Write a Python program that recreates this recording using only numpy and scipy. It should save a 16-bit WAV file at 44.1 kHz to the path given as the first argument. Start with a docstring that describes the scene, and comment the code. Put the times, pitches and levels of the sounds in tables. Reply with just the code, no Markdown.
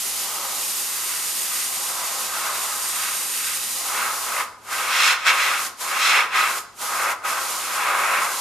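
"""In a quiet room, close to a stereo microphone, an airbrush paints a small panel on a paper-covered table.
The nozzle hisses steadily, then in short spurts: free-jet turbulence is noise with a smooth, bright spectrum.
Passes over the panel add a turbulent roar, noise that swells and changes colour with each impact.
Nearby surfaces ring and comb the spray, the room adds a tail, and faint room noise and a low hum lie below."""
import sys
import numpy as np
from scipy import signal
from scipy.fft import rfft, irfft, next_fast_len
from scipy.io import wavfile
from scipy.ndimage import map_coordinates

SR = 44100
rng = np.random.default_rng(int(sys.argv[2]) if len(sys.argv) > 2 else 0)


def wav_out(sig):
    """Save sig, one row per channel (or a flat mono array), as 16-bit PCM at SR to the path in sys.argv[1]."""
    wavfile.write(sys.argv[1], SR, np.round(np.clip(np.atleast_2d(sig).T, -1, 1) * 32767).astype(np.int16))


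N = 370525
TIME = np.arange(N) / SR  # s
PADDED = next_fast_len(N + SR // 2)
BINS = np.arange(PADDED // 2 + 1) * SR / PADDED  # Hz


# relative spectrum of the free jet: [frequency_hz, density_db]
HISS_SPECTRUM = [(100.0, -21.5), (300.0, -7), (600.0, -8), (1200.0, -6), (1700.0, -3), (2500.0, 0.5),
                 (4000.0, 0.5), (7000.0, 2.5), (9500.0, 3), (11000.0, 3), (14000.0, -3)]
HISS_DB = -27.5  # at full flow, before colouring


def nozzle(level_db, flutter_db=0.79):
    """Jet noise: the fine turbulence of the free jet radiates a smooth, bright hiss."""
    gain_db = HISS_DB + level_db + flutter_db * walk(30, TIME)
    return recoloured(air(HISS_SPECTRUM), nozzle_colour) * undb(gain_db)


# treble peaks and hollows of the nozzle cap: [centre_hz, half_width_hz, level_db]
CAP_BANDS = [(4720, 170, 1.6), (6870, 200, 2.2), (9300, 250, -1.8), (13050, 350, 1)]
# the hand slowly turns the nozzle: [time_s, sharp_band_hz, sharp_band_db, top_treble_db]
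NOZZLE_AIM = [(0, 10000, 4.5, 3), (.4, 10000, 1, .8), (.65, 8750, 2.5, 3.2), (1.75, 8750, 5.5, 2.3),
              (2.35, 8750, 0, .2), (2.8, 8750, 6.5, 1.8), (3.45, 8780, 6.5, 3), (3.8, 9350, 5, .9),
              (5, 10000, 1.5, -1.7), (8.4, 10050, 2.5, -1)]


def nozzle_colour(hz, t, top_hz=11500):
    """Resonance and directivity: the cap rings in a few bands; a sharp band and the top follow the aim."""
    centre_hz, height_db, top_db = over_time(NOZZLE_AIM, t)
    sharp_band = (centre_hz, 200, height_db)
    top_tilt_db = top_db * np.minimum(hz / top_hz, 1) ** 2
    return bands([*CAP_BANDS, sharp_band], hz) + top_tilt_db + ripple(hz, t)


# the trigger is eased off and pressed again:
# [closing_start_s, closing_db_per_s, fully_open_s, opening_db_per_s, least_flow_db]
TRIGGER_PAUSES = [(4.406, 200, 4.728, 190, -40), (5.128, 240, 5.268, 550, -13),
                  (5.666, 265, 5.812, 405, -30), (6.198, 155, 6.358, 270, -21),
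                  (6.585, 285, 6.818, 290, -40), (7.12, 370, 7.254, 700, -26)]


def flow(t):
    """Valve throttling: flow in dB, full while the trigger is held, ramping down and up in each pause."""
    total_db = 0
    for start, closing, end, opening, least in TRIGGER_PAUSES:
        ramps_db = np.maximum(closing * (start - t), opening * (t - end))
        total_db = total_db + np.clip(ramps_db, least, 0)
    return total_db


# relative spectrum of the jet on the panel: [frequency_hz, density_db]
ROAR_SPECTRUM = [(100, -50.5), (300, -24.5), (550, -12.5), (850, -9), (1250, 0.5), (1450, -0.5), (1750, -7),
                 (2650, -6.5), (2950, -16.5), (3350, -15), (4400, -21.5), (7000, -30), (13000, -42)]


def panel(level_db, waver_db=0.47, eddy_db=0.83):
    """Impinging-jet noise: larger eddies break into a roar, wavering with the hand and grainy within."""
    unrest_db = waver_db * walk(22, TIME) + eddy_db * walk(260, TIME)
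    return recoloured(air(ROAR_SPECTRUM), panel_colour) * undb(level_db + unrest_db)


# treble peaks and hollows of the jet on the panel: [centre_hz, half_width_hz, level_db]
PANEL_BANDS = [(4720, 150, -4.5), (5270, 200, 3), (5950, 200, -2), (7250, 200, 2)]


def panel_colour(hz, t, low_hz=850, pivot_hz=1200, high_hz=6300, edge_hz=3100):
    """Spectral tilt: brightness follows each impact; a treble shelf sizzles where the jet splits on an edge."""
    _, brightness, edge_db = impact(t)
    octaves = np.log2(np.clip(hz, low_hz, high_hz) / pivot_hz)
    sizzle_db = edge_db * hz ** 8 / (hz ** 8 + edge_hz ** 8)
    return brightness * octaves + sizzle_db + bands(PANEL_BANDS, hz) + ripple(hz, t)


# the jet sweeps onto the panel and off again:
# [closest_s, approach_s, retreat_s, roar_db, brightness_db_per_octave, edge_sizzle_db]
PANEL_PASSES = [(0.429, 0.15, 0.14, -34, -11, -0.1), (1.115, 0.24, 0.165, -38, 5, 0.1),
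                (1.569, 0.098, 0.14, -38, 6.9, 3), (2.014, 0.18, 0.209, -32.5, -6, 1.1),
                (2.436, 0.14, 0.201, -28.5, -3.5, 11), (2.706, 0.11, 0.17, -34, -2, 1.2),
                (3.038, 0.12, 0.146, -32.5, 3.5, 5), (3.514, 0.21, 0.098, -38, 11, 3.8),
                (4.02, 0.12, 0.118, -25, -0.5, 2.1), (4.419, 0.12, 0.109, -24.5, -0.4, 0),
                (4.768, 0.12, 0.13, -27, -0.5, 3), (5.076, 0.186, 0.12, -22.0, 8, 3.0),
                (5.29, 0.13, 0.046, -18.4, 7.3, -2.5), (5.414, 0.116, 0.18, -22.5, 5.7, -1.5),
                (5.928, 0.085, 0.088, -26.5, 0.5, -3.7), (6.106, 0.14, 0.067, -22, 8.5, 4.3),
                (6.179, 0.071, 0.111, -18.6, 5.2, -5.5), (6.365, 0.11, 0.14, -20.0, 4.5, -1.5),
                (7.093, 0.185, 0.1, -21.6, -0.5, -8), (7.277, 0.092, 0.18, -24, -1.5, 0),
                (7.68, 0.088, 0.11, -34.5, 14, 13), (7.877, 0.14, 0.199, -22.5, 0.5, 0.5),
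                (8.151, 0.2, 0.14, -21, 1.2, -5)]
FADE_DB, PASS_SHAPE = 5.5, 1.63  # fall one approach or retreat away; shape 1 = pointed, 2 = rounded
DULLING = 0.68  # brightness lost (dB per octave) for each dB that a pass has faded
GRAZE_DB, GRAZE_BRIGHTNESS = -44.5, -9.3  # between passes the jet only grazes (dB, dB per octave)


def impact(t):
    """Power addition: roar dB, brightness and sizzle at full flow; the strongest pass sets the colour."""
    columns = np.transpose(PANEL_PASSES)[:, :, None]
    at, approach, retreat, peak_db, brightness, sizzle_db = columns
    distance = np.abs(t - at) / np.where(t < at, approach, retreat)
    faded_db = FADE_DB * np.minimum(distance, 10) ** PASS_SHAPE
    power, graze = undb(peak_db - faded_db) ** 2, undb(GRAZE_DB) ** 2
    total = power.sum(0) + graze
    # the colours are averaged with the powers as weights
    colour = (power * (brightness - DULLING * faded_db)).sum(0) + graze * GRAZE_BRIGHTNESS
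    return 10 * np.log10(total), colour / total, (power * sizzle_db).sum(0) / total


# a close reflection off the work comes sooner as the turning nozzle raises its sharp band
BOUNCE_S, BOUNCE_AT_HZ, BOUNCE_S_PER_HZ = .00104, 8750, -4.5e-8
STILL_ECHO_S = .000638


def ripple(hz, t, least_db=0.6, depth_share=0.12, still_db=0.1, sway=0.018, count=8):
    """Comb interference (dB): one reflection follows the aim, one stands still, many weak ones sway."""
    centre_hz, height_db, _ = over_time(NOZZLE_AIM, t)
    delay = BOUNCE_S + BOUNCE_S_PER_HZ * (centre_hz - BOUNCE_AT_HZ)
    depth_db = least_db + depth_share * height_db
    turn = 2 * np.pi * hz
    clutter_db = 0
    for lag in rng.uniform(.0013, .005, count):  # s
        swaying_lag = lag * (1 + sway * walk(1.5, t))
        clutter_db = clutter_db + .45 * np.cos(turn * swaying_lag)
    # fingers and small things reflect only the treble
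    small_things = hz ** 2 / (hz ** 2 + 2000 ** 2)
    bounce_db = depth_db * np.cos(turn * delay)
    return bounce_db - still_db * np.cos(turn * STILL_ECHO_S) + small_things * clutter_db


# resonances of table and room round the jet: [frequency_hz, width_hz, ringing_to_direct_db]
RING_MODES = [(566, 22, -7), (780, 30, -10), (861, 14, 0), (996, 18, -9), (1038, 12, -7), (1130, 24, -8),
              (1227, 20, -7), (1277, 16, -3), (1550, 40, -8), (1863, 28, -8), (2020, 60, -13),
              (2218, 50, -10), (2541, 50, -11), (2746, 40, -11), (3450, 130, -13)]
# broad hollows in the treble: [frequency_hz, width_hz, share_removed (0-1)]
TREBLE_HOLLOWS = [(7770, 210, 0.23), (10980, 720, 0.5)]


def nearby_surfaces(x):
    """Modal resonance: nearby surfaces ring at their own frequencies and hollow the treble."""
    response = 1 + sum(undb(db) * resonance(hz, width) for hz, width, db in RING_MODES)
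    for hz, width, share in TREBLE_HOLLOWS:
        response = response * (1 - share * resonance(hz, width))
    return filtered(x, response)


# echo of the room against the sound it follows: [frequency_hz, level_db]
ROOM_ECHO = [(200, -5.5), (1100, -4.5), (2500, -14), (5000, -10), (12000, -19)]
ROOM_T60_S = 0.57


def room_echo(x, gap_s=0.0038):
    """Reverberation: a diffuse, exponentially decaying tail, dull because the treble returns weakly."""
    mid, side = rng.standard_normal((2, N))
    side = filtered(side, side_gain())  # the close capsules catch much the same echoes
    decay = np.exp(-np.log(1000) * TIME / ROOM_T60_S) * (TIME > gap_s)
    tail = np.array([mid + side, mid - side]) * decay
    tail /= np.sqrt(np.sum(tail ** 2, axis=1, keepdims=True))  # unit energy
    dulled = filtered(x, undb(over_hz(ROOM_ECHO, BINS)))
    return signal.fftconvolve(dulled, tail, axes=1)[:, :N]


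def surroundings(x):
    """Superposition: the ringing direct sound and its room echo add."""
    ringing = nearby_surfaces(x)
    return ringing + room_echo(ringing)


# relative spectrum of the still room: [frequency_hz, density_db]
STILL_SPECTRUM = [(25, -6.5), (70, -2.5), (140, -6.5), (250, 1), (500, -0.5), (1000, -21), (3000, -12.5),
                  (10000, -17.5), (14000, -43)]
STILL_DB = -55.5
HUM_HZ, HUM_DB = 101.6, -67  # mean pitch; rms level about which the hum wavers


def still_room(waver_db=2.5, wander=0.44):
    """Background noise and modulation: faint noise, and a low hum wavering in level and phase (radians)."""
    phase = 2 * np.pi * HUM_HZ * TIME + wander * walk(8.3, TIME)
    hum = np.sqrt(2) * np.sin(phase) * undb(HUM_DB + waver_db * walk(7.3, TIME))
    return air(STILL_SPECTRUM) * undb(STILL_DB) + hum


def air(spectrum):
    """Partial coherence: stereo noise of a given spectrum, its shared part at rms 1, its sides by frequency."""
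    mid, side = rng.standard_normal((2, N))
    colour = undb(over_hz(spectrum, BINS))
    mid, side = filtered(mid, colour), filtered(side, colour * side_gain())
    return np.array([mid + side, mid - side]) / np.std(mid)


# likeness of the two channels: [frequency_hz, correlation (0-1)]
CHANNEL_LIKENESS = [(60, .66), (300, .78), (650, .91), (1300, .93), (1900, .72), (2500, .76), (4000, .64),
                    (7500, .63), (10800, .45), (13500, .6)]


def side_gain():
    """Interchannel correlation: side against mid, by frequency, that gives the channels their likeness."""
    alike = np.clip(over_hz(CHANNEL_LIKENESS, BINS), 0, 1)
    return np.sqrt((1 - alike) / (1 + alike))


def recoloured(x, colour_db):
    """Time-varying filtering: shape short-time spectra with colour_db(Hz column, s row)."""
    hz, t, frames = signal.stft(x, SR, nperseg=1024)
    shaped = frames * undb(colour_db(hz[:, None], t))
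    return signal.istft(shaped, SR, nperseg=1024)[1][:, :N]


def bands(table, hz):
    """Resonance curves: the summed dB of a few bell-shaped peaks and hollows."""
    return sum(db / (1 + ((hz - centre) / width) ** 2) for centre, width, db in table)


def resonance(hz, width):
    """Simple resonator: band-pass response of gain 1 at the centre."""
    return 1j * BINS * width / (hz ** 2 - BINS ** 2 + 1j * BINS * width)


def filtered(x, response):
    """Linear filtering: multiply the spectrum by a frequency response."""
    return irfft(rfft(x, PADDED) * response, PADDED)[..., :N]


def walk(rate, t):
    """Random modulation: smooth chance of spread near 1, with rate fresh values a second."""
    return map_coordinates(rng.standard_normal(4096), [t * rate], order=3, mode="wrap")


def over_time(table, t):
    """Linear interpolation: the columns of a curve at the times t."""
    s, *columns = np.transpose(table)
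    return [np.interp(t, s, c) for c in columns]


def over_hz(table, hz):
    """Logarithmic pitch scale: a spectrum read on a log-frequency axis."""
    points, values = np.transpose(table)
    return np.interp(np.log(np.maximum(hz, 1)), np.log(points), values)


def undb(db):
    """Decibel law: decibels to amplitude gain."""
    return 10 ** (np.asarray(db) / 20)


HISS_STEEPNESS = 1.3  # dB of hiss for each dB of flow
SMOTHER_DB = -19.5  # full-flow roar at which the panel takes half the power of the free hiss


def scene():
    """Common drive: the trigger feeds hiss and roar; very close to the panel the free jet is smothered."""
    t = TIME[::64]  # levels move slowly enough for a coarse grid
    flow_db, roar_db = flow(t), impact(t)[0]
    smothered_db = 10 * np.log10(1 + undb(roar_db - SMOTHER_DB) ** 2)
    hiss_db = HISS_STEEPNESS * flow_db - smothered_db
    hiss = nozzle(np.interp(TIME, t, hiss_db))
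    roar = panel(np.interp(TIME, t, roar_db + flow_db))
    return surroundings(hiss + roar) + still_room()


# left against right: [frequency_hz, level_db]
CHANNEL_LEAN = [(60, 0.5), (200, 3.5), (370, 4), (680, 3.5), (1250, 0), (2300, -.5), (4200, -1.3),
                (7700, -1.5), (14000, 0)]


def record(dry, depth=0.59, hold=0.82, fade_hz=3600, top_hz=14150):
    """Recorder and microphone response: a recorder's noise-cancelling comb dips every 300 Hz,
    fading upward; unequal capsules and a cut top."""
    turn = np.exp(-2j * np.pi * BINS / 300)
    hold = np.clip(hold, 0, .95)  # nearer 1 = narrower dips
    comb = (1 - hold) / (1 - hold * turn)
    dips = 1 - depth * comb / (1 + (BINS / fade_hz) ** 4)
    lean = undb(np.array([[1], [-1]]) * over_hz(CHANNEL_LEAN, BINS) / 2)
    low_pass = signal.ellip(14, .2, 80, top_hz, fs=SR, output="sos")
    return signal.sosfilt(low_pass, filtered(dry, dips * lean))


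dry = scene()
out = record(dry)
wav_out(out)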